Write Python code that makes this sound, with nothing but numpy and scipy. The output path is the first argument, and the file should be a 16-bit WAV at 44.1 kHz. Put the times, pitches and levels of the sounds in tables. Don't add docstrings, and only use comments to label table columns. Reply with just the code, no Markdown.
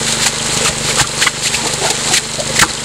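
import sys
import numpy as np
from scipy import signal
from scipy.io import wavfile
from scipy.ndimage import uniform_filter1d

SR = 44100
rng = np.random.default_rng(int(sys.argv[2]) if len(sys.argv) > 2 else 0)


def to_wav(s):
    ch = np.atleast_2d(s).T
    pcm = np.round(np.clip(ch, -1, 1) * 32767)
    wavfile.write(sys.argv[1], SR, pcm.astype(np.int16))


def rack_gain(trim_db):
    fader = np.asarray(trim_db, float)
    return 10 ** (fader / 20)


N = 125244


def rms_one(x):
    return x / np.sqrt(np.mean(x ** 2) + 1e-20)


def in_time(rows):
    return np.interp(np.arange(N) / SR, *np.transpose(rows))


def drift(rate_hz):
    r = np.exp(-2 * np.pi * rate_hz * 40 / SR)
    slow = signal.lfilter([1], [1, -2 * r, r * r], rng.standard_normal(N // 40 + 2002))
    slow = rms_one(slow[2000:])
    return np.interp(np.arange(N) / 40, np.arange(len(slow)), slow)


def ring(clicks, hz, t60_s):
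    r = rack_gain(-60 / (t60_s * SR))
    w = 2 * np.pi * hz / SR
    return signal.lfilter([0, np.sin(w)], [1, -2 * r * np.cos(w), r * r], clicks + 1e-18)


def cut(x, hz, kind, order=2):
    return signal.sosfilt(signal.butter(order, hz, kind, fs=SR, output="sos"), x)


def grains(per_s, size_db):
    size = rack_gain(size_db * np.minimum(rng.exponential(1, N), 5)) * rng.choice([-1, 1], N)
    return size * (rng.random(N) < per_s / SR)


def rumble():
    air = rms_one(cut(rng.standard_normal(N), [30, 90], "band"))
    return rack_gain(-57 + 4.0 * drift(5.3)) * air


def exhaust(turns):
    # pitch_hz, level_db, t60_s
    exhaust_modes = [(140.6, -15, 0.087), (226.8, -22.5, 0.17), (459, -32, 0.15), (498, -18, 0.034),
                     (584, -27.5, 0.082), (379, -31, 0.043)]
    fires_at, spread_db, upper_lag_s = 0.25, 0.3, 0.003985
    lead = SR // 2
    firings = np.flatnonzero(np.diff(np.floor(turns + 1 - fires_at)))
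    earlier = firings[0] - (firings[1] - firings[0]) * np.arange(1, 9)
    firings = np.r_[earlier, firings] + lead
    out = 0
    for k, (hz, db, t60_s) in enumerate(exhaust_modes):
        lag = int(upper_lag_s * SR) * (hz > 300)
        strength_db = spread_db * (4 + k / 2) * rng.standard_normal(len(firings))
        clicks = np.zeros(N + lead)
        clicks[np.minimum(firings + lag, N + lead - 1)] = -rack_gain(db + strength_db)
        out = out + ring(clicks, hz, t60_s)
    high_pass = signal.butter(3, 86.5, "high", fs=SR, output="sos")
    return signal.sosfiltfilt(high_pass, out)[lead:]


def valve(turns, firings_per_s):
    valve_at, tick_db, spread_db, fade_s = 0.63, -15.5, 5.2, 0.003
    since_s = ((turns - valve_at) % 1) / firings_per_s
    strength = rng.standard_normal(int(turns[-1]) + 2)
    strength = strength[np.floor(turns + 1 - valve_at).astype(int)]
    tick = rack_gain(tick_db + spread_db * strength) * np.exp(-since_s / fade_s)
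    return tick * cut(rng.standard_normal(N), [3000, 8800], "band", order=3)


def engine():
    # start_s, firings_per_s
    speed_curve = [(0.0, 25.026), (0.22, 24.99), (0.44, 25.307), (0.66, 25.255), (0.87, 24.482),
                   (1.09, 24.331), (1.31, 24.681), (1.53, 25.492), (1.75, 24.493), (1.97, 24.902),
                   (2.18, 24.848), (2.4, 24.906), (2.62, 25.099), (2.84, 25.081)]
    # start_s, level_db
    load_curve = [
        (0, -0.5),
        (.6, 1),
        (1.4, 0.5),
        (2.3, -2.5),
        (2.84, 3),
    ]
    firings_per_s = in_time(speed_curve)
    turns = np.cumsum(firings_per_s) / SR
    shake = rack_gain(-33.5) * np.sin(4 * np.pi * (turns - 0.34))
    shake = shake + rack_gain(-48) * np.sin(2 * np.pi * turns)
    return rack_gain(in_time(load_curve)) * (exhaust(turns) + shake) + valve(turns, firings_per_s)


def trickle():
    # start_s, level_db
    flow_curve = [(0, -17.5), (.15, -17), (.33, -16), (.45, -15), (.62, -15), (.75, -17), (1.1, -16.5),
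                  (1.2, -14), (1.33, -17), (1.6, -15.5), (1.8, -18.5), (1.97, -16.5), (2.1, -16),
                  (2.25, -18.5), (2.45, -20.5), (2.54, -18.5), (2.7, -12.5), (2.84, -15)]
    # band_hz, level_db (per Hz)
    trickle_colour = [(200, -7), (320, -12.5), (480, -1), (700, -16), (840, -4), (1000, -8), (3000, -8.5),
                      (9000, -9)]
    patchy_db, fizz_db, fizz_per_s, fizz_size_db, fizz_cycles = 0.88, -6, 900, 2.6, 9
    colour_hz, colour_db = np.transpose(trickle_colour)

    def colour(hz):
        return np.interp(np.log(hz), np.log(colour_hz), colour_db)

    wash = 0
    together = drift(14)
    band_edges = 200 * 2 ** np.arange(0, 6.5, 1 / 3)
    white = rng.standard_normal((2, N))
    for k, (low, high) in enumerate(zip(band_edges, band_edges[1:])):
        patches_db = patchy_db * (0.5 * together + drift(54))
        band = cut(white[k % 2], [low, high], "band")
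        wash = wash + rack_gain(colour(np.sqrt(low * high)) + patches_db) * band

    clicks = grains(fizz_per_s * rack_gain(4.3 * together), fizz_size_db)
    dealt = rng.integers(0, 20, N)
    fizz = 0
    for k, hz in enumerate(np.geomspace(600, 9500, 20)):
        fizz = fizz + rack_gain(colour(hz)) * hz * ring(clicks * (dealt == k), hz, fizz_cycles / hz)
    water = rms_one(wash) + rack_gain(fizz_db) * rms_one(fizz)
    return rack_gain(in_time(flow_curve)) * cut(water, 9630, "low", order=4)


def drops():
    # start_s, level_db (peak)
    drop_rows = [(0.124, -3), (0.383, -4), (0.6493, -5), (0.9561, -4.5), (1.0719, -2), (1.091, -8),
                 (1.3507, -23), (1.3786, -10), (1.4405, -11), (1.667, -6), (1.95, -19), (2.1363, -1),
                 (2.224, -16), (2.2337, -12), (2.336, -6), (2.4004, -5.5), (2.475, -10), (2.65, -7),
                 (2.7022, -5), (2.7351, -2)]
    out = np.zeros(N)
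    fade = np.exp(-np.arange(800) / SR / 0.0043)
    for start_s, db in drop_rows:
        i = int(start_s * SR)
        tick = cut(fade * rng.standard_normal(800), [3000, 9500], "band", order=3)
        out[i:i + 800] += rack_gain(db - 1) * tick
    return out


def knocks():
    # start_s, level_db, pitch_hz
    knock_rows = [(.49, -24, 320), (.565, -24, 180), (.68, -26, 70), (.685, -22, 170), (1.002, -23, 70),
                  (1.008, -13, 135), (1.012, -19, 300), (1.262, -35, 90), (1.272, -19, 610),
                  (1.272, -22, 290), (1.543, -29, 70), (1.907, -22, 340), (2.612, -19, 65),
                  (2.611, -14, 200), (2.616, -9, 150), (2.622, -12, 240), (2.626, -11, 360),
                  (2.638, -13, 380), (2.685, -29, 60)]
    trim_db, fade_cycles = 6.5, 1.03
    out = np.zeros(N + SR)
    u = np.arange(SR // 10) / SR
    for start_s, db, hz in knock_rows:
        i = int(start_s * SR)
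        push = 2 * np.sin(2 * np.pi * hz * u) * u * hz * np.exp(-u * hz / fade_cycles)
        out[i:i + len(u)] += rack_gain(db + trim_db) * push
    return out[:N]


def pockets():
    # middle_s, half_length_s, level_db, pitch_hz
    pocket_rows = [(.4, 0.0055, -18, 3250), (.165, .012, -30, 370), (0.202, 0.0097, -24, 1700),
                   (0.267, 0.0091, -17.5, 1777), (.268, 0.0091, -21, 860), (.635, .03, -24, 480),
                   (.66, 0.011, -20, 1240), (.668, 0.025, -20, 2700), (0.698, 0.011, -21.5, 610),
                   (1, .016, -20.5, 860), (0.91, 0.0059, -19.5, 2400), (.985, 0.012, -19.5, 1320),
                   (1.005, 0.013, -17, 1660), (1.008, 0.017, -22, 3000), (1.047, 0.0057, -16, 1290),
                   (1.222, 0.008, -14, 1600), (1.232, 0.0088, -13.5, 2000), (1.226, 0.0051, -14, 2500),
                   (1.228, 0.0083, -15, 3000), (1.225, 0.015, -19, 3600), (1.271, 0.007, -7, 1180),
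                   (1.274, 0.0095, -11, 1570), (1.272, 0.0072, -4.5, 2180), (1.272, 0.0072, -10.5, 3140),
                   (1.26, 0.0053, -20, 3300), (1.458, 0.0096, -16, 2080), (1.473, 0.0062, -13, 2770),
                   (1.462, 0.011, -20, 4000), (1.548, 0.005, -10, 2530), (1.592, 0.0088, -21.5, 860),
                   (1.59, .01, -25, 455), (.93, 0.049, -28, 506), (1.67, 0.03, -24.5, 470),
                   (1.66, 0.013, -23, 870), (1.672, 0.016, -25, 1120), (1.74, 0.0089, -27, 800),
                   (1.848, 0.019, -20, 830), (1.895, 0.027, -23, 790), (1.845, 0.034, -21, 690),
                   (1.83, 0.049, -26, 400), (1.868, 0.015, -23, 1450), (1.91, 0.013, -19.5, 455),
                   (2.118, 0.02, -21.5, 800), (2.13, 0.01, -21.5, 345), (2.143, .008, -15, 2000),
                   (2.145, 0.011, -24, 3000), (2.177, 0.0067, -18, 3700), (2.174, .006, -15, 2140),
                   (2.185, 0.004, -14.5, 1740), (2.492, 0.0061, -21, 510),
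                   (2.565, 0.0072, -24, 1940), (2.596, 0.0061, -9.5, 2100), (2.596, 0.0038, -9, 3400),
                  (2.597, .005, -17, 1800), (2.618, 0.0057, -9, 4100), (2.627, 0.0075, 1, 1570),
                  (2.633, .011, -4, 1300), (2.631, .011, -7, 920), (2.626, 0.0065, -5, 2060),
                  (2.63, 0.01003, -15.5, 490), (2.4, 0.01506, -16.5, 620), (2.145, 0.0092, -15, 6100),
                  (2.178, .008, -13.5, 5300), (1.655, .035, -26.5, 330), (1.66, .04, -28.5, 750),
                  (1.72, .04, -30.5, 480), (2.652, .015, -16, 360), (2.665, 0.0092, -19, 1150),
                  (2.71, .007, -17, 4200), (2.78, .004, -17, 3100)]
    bubbles_per_s, ring_cycles, octaves, rise = 1000, 7, 0.28, 0.002
    out = np.zeros(N + SR)
    t = np.arange(int(0.12 * SR)) / SR - 0.05
    for middle_s, half_s, db, hz in pocket_rows:
        many = int(np.clip(2 * half_s * bubbles_per_s * hz / 1000, 10, 40))
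        jitter, tone, size = rng.random((3, many, 1))
        when = (np.arange(many)[:, None] + jitter) / many * 2 - 1
        bubble_hz = hz * 2 ** (octaves * (tone - 0.55))
        cycles = np.clip(t - half_s * when, 0, None) * bubble_hz
        waves = np.sin(2 * np.pi * cycles * (1 + rise * cycles / 2))
        waves = waves * np.exp(-cycles / ring_cycles) * (1 - np.exp(-cycles))
        burst = np.sum(waves * rack_gain(-8.0 * size) * np.exp(-when ** 2), axis=0)
        i = int((middle_s - 0.05 - ring_cycles / hz / 2) * SR)
        out[i:i + len(burst)] += rack_gain(db) * burst / np.sqrt(np.sum(burst ** 2) / (2 * half_s * SR))
    return out[:N]


def sprays():
    # peak_s, rise_s, fall_s, level_db, low_edge_hz
    spray_rows = [(.085, 0.023, 0.071, -15.5, 1120), (0.24, 0.031, 0.022, -12.5, 1460),
                  (.262, .002, 0.023, -6, 830), (.461, 0.00073, 0.0069, -15.5, 3450),
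                  (0.546, .015, 0.0091, -16, 4300), (.575, 0.009, 0.0086, -14, 2000),
                  (0.654, 0.013, 0.025, -11.5, 850), (0.684, 0.0067, 0.0066, -10, 990),
                  (.9, 0.042, 0.044, -15.5, 980), (1.01, 0.022, 0.019, -5, 716),
                  (1.227, 0.016, 0.032, -8, 1390), (1.268, 0.002, 0.026, -11, 1000),
                  (1.446, 0.022, 0.0067, -11, 2440), (1.459, .006, 0.0069, -11, 2200),
                  (1.473, 0.0085, 0.017, -10, 2380), (1.549, 0.021, 0.029, -11.5, 1946),
                  (1.675, 0.0052, 0.01, -13, 1980), (1.738, .004, 0.006, -11.5, 3600),
                  (1.87, 0.031, 0.03, -14.5, 1330), (1.904, .002, 0.0089, -7, 2020),
                  (2.125, .012, 0.0071, -15, 2500), (2.141, 0.006, 0.027, -7, 1690),
                  (2.174, 0.008, 0.011, -5.5, 1640), (2.565, 0.014, 0.03, -17, 1610),
                  (2.593, 0.0008, 0.015, -4, 1600), (2.616, 0.0025, 0.021, 1.5, 1410)]
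    out = np.zeros(N)
    t = np.arange(N) / SR
    rain = rms_one(cut(grains(11000, 2.3), 8640, "low"))
    for peak_s, rise_s, fall_s, db, edge_hz in spray_rows:
        part = slice(max(int((peak_s - 0.09) * SR), 0), int((peak_s + 0.09) * SR))
        from_peak = t[part] - peak_s
        shape = np.exp(-np.where(from_peak < 0, -from_peak / rise_s, from_peak / fall_s) ** 1.5)
        sheet = shape * cut(rain[part], edge_hz, "high", order=4)
        out[part] += rack_gain(db) * sheet * np.sqrt(np.sum(shape ** 2) / np.sum(sheet ** 2))
    return out


def scene():
    far = rumble() + engine() + trickle()
    near = drops() + knocks() + pockets() + sprays()
    return np.tile(far + near, (2, 1))


def capsule(x):
    # pitch_hz, width_hz, lift (negative is a dip)
    capsule_modes = [(4130, 490, 0.6), (7530, 1630, 0.93), (5670, 1570, -0.43), (829, 14, 0.8),
                     (2050, 75, 0.36)]
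    for hz, width_hz, lift in capsule_modes:
        r = np.exp(-np.pi * width_hz / SR)
        poles = [1, -2 * r * np.cos(2 * np.pi * hz / SR), r * r]
        x = x + lift * signal.lfilter(np.array([1, 0, -1]) * (1 - r * r) / 2, poles, x)
    return cut(x, 8820, "low") + rack_gain(-43.5) * rng.standard_normal(N)


def duck(x):
    knee_db, share, recover_db_per_s, smooth_s = -13.5, 0.53, 32, 0.018
    loudness_db = 10 * np.log10(np.maximum(uniform_filter1d(x ** 2, size=400), 1e-9))
    climb_db = recover_db_per_s * np.arange(N) / SR
    held_db = np.maximum.accumulate(loudness_db + climb_db) - climb_db
    over_db = np.maximum(held_db - knee_db, 0)
    r = np.exp(-1 / (smooth_s * SR))
    return x * rack_gain(-share * signal.lfilter([1 - r], [1, -r], over_db))


def top_cut(x):
    return signal.sosfilt(signal.butter(12, 15690, fs=SR, output="sos"), x)


def record(dry):
    x = duck(capsule(dry[0]))
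    x = x / (1 + np.abs(x / 0.93) ** 6) ** (1 / 6)
    x = signal.sosfilt(signal.ellip(10, 0.5, 45, 15720, fs=SR, output="sos"), x)
    return top_cut(np.tile(x, (2, 1)))


dry = scene()
out = record(dry)
to_wav(out)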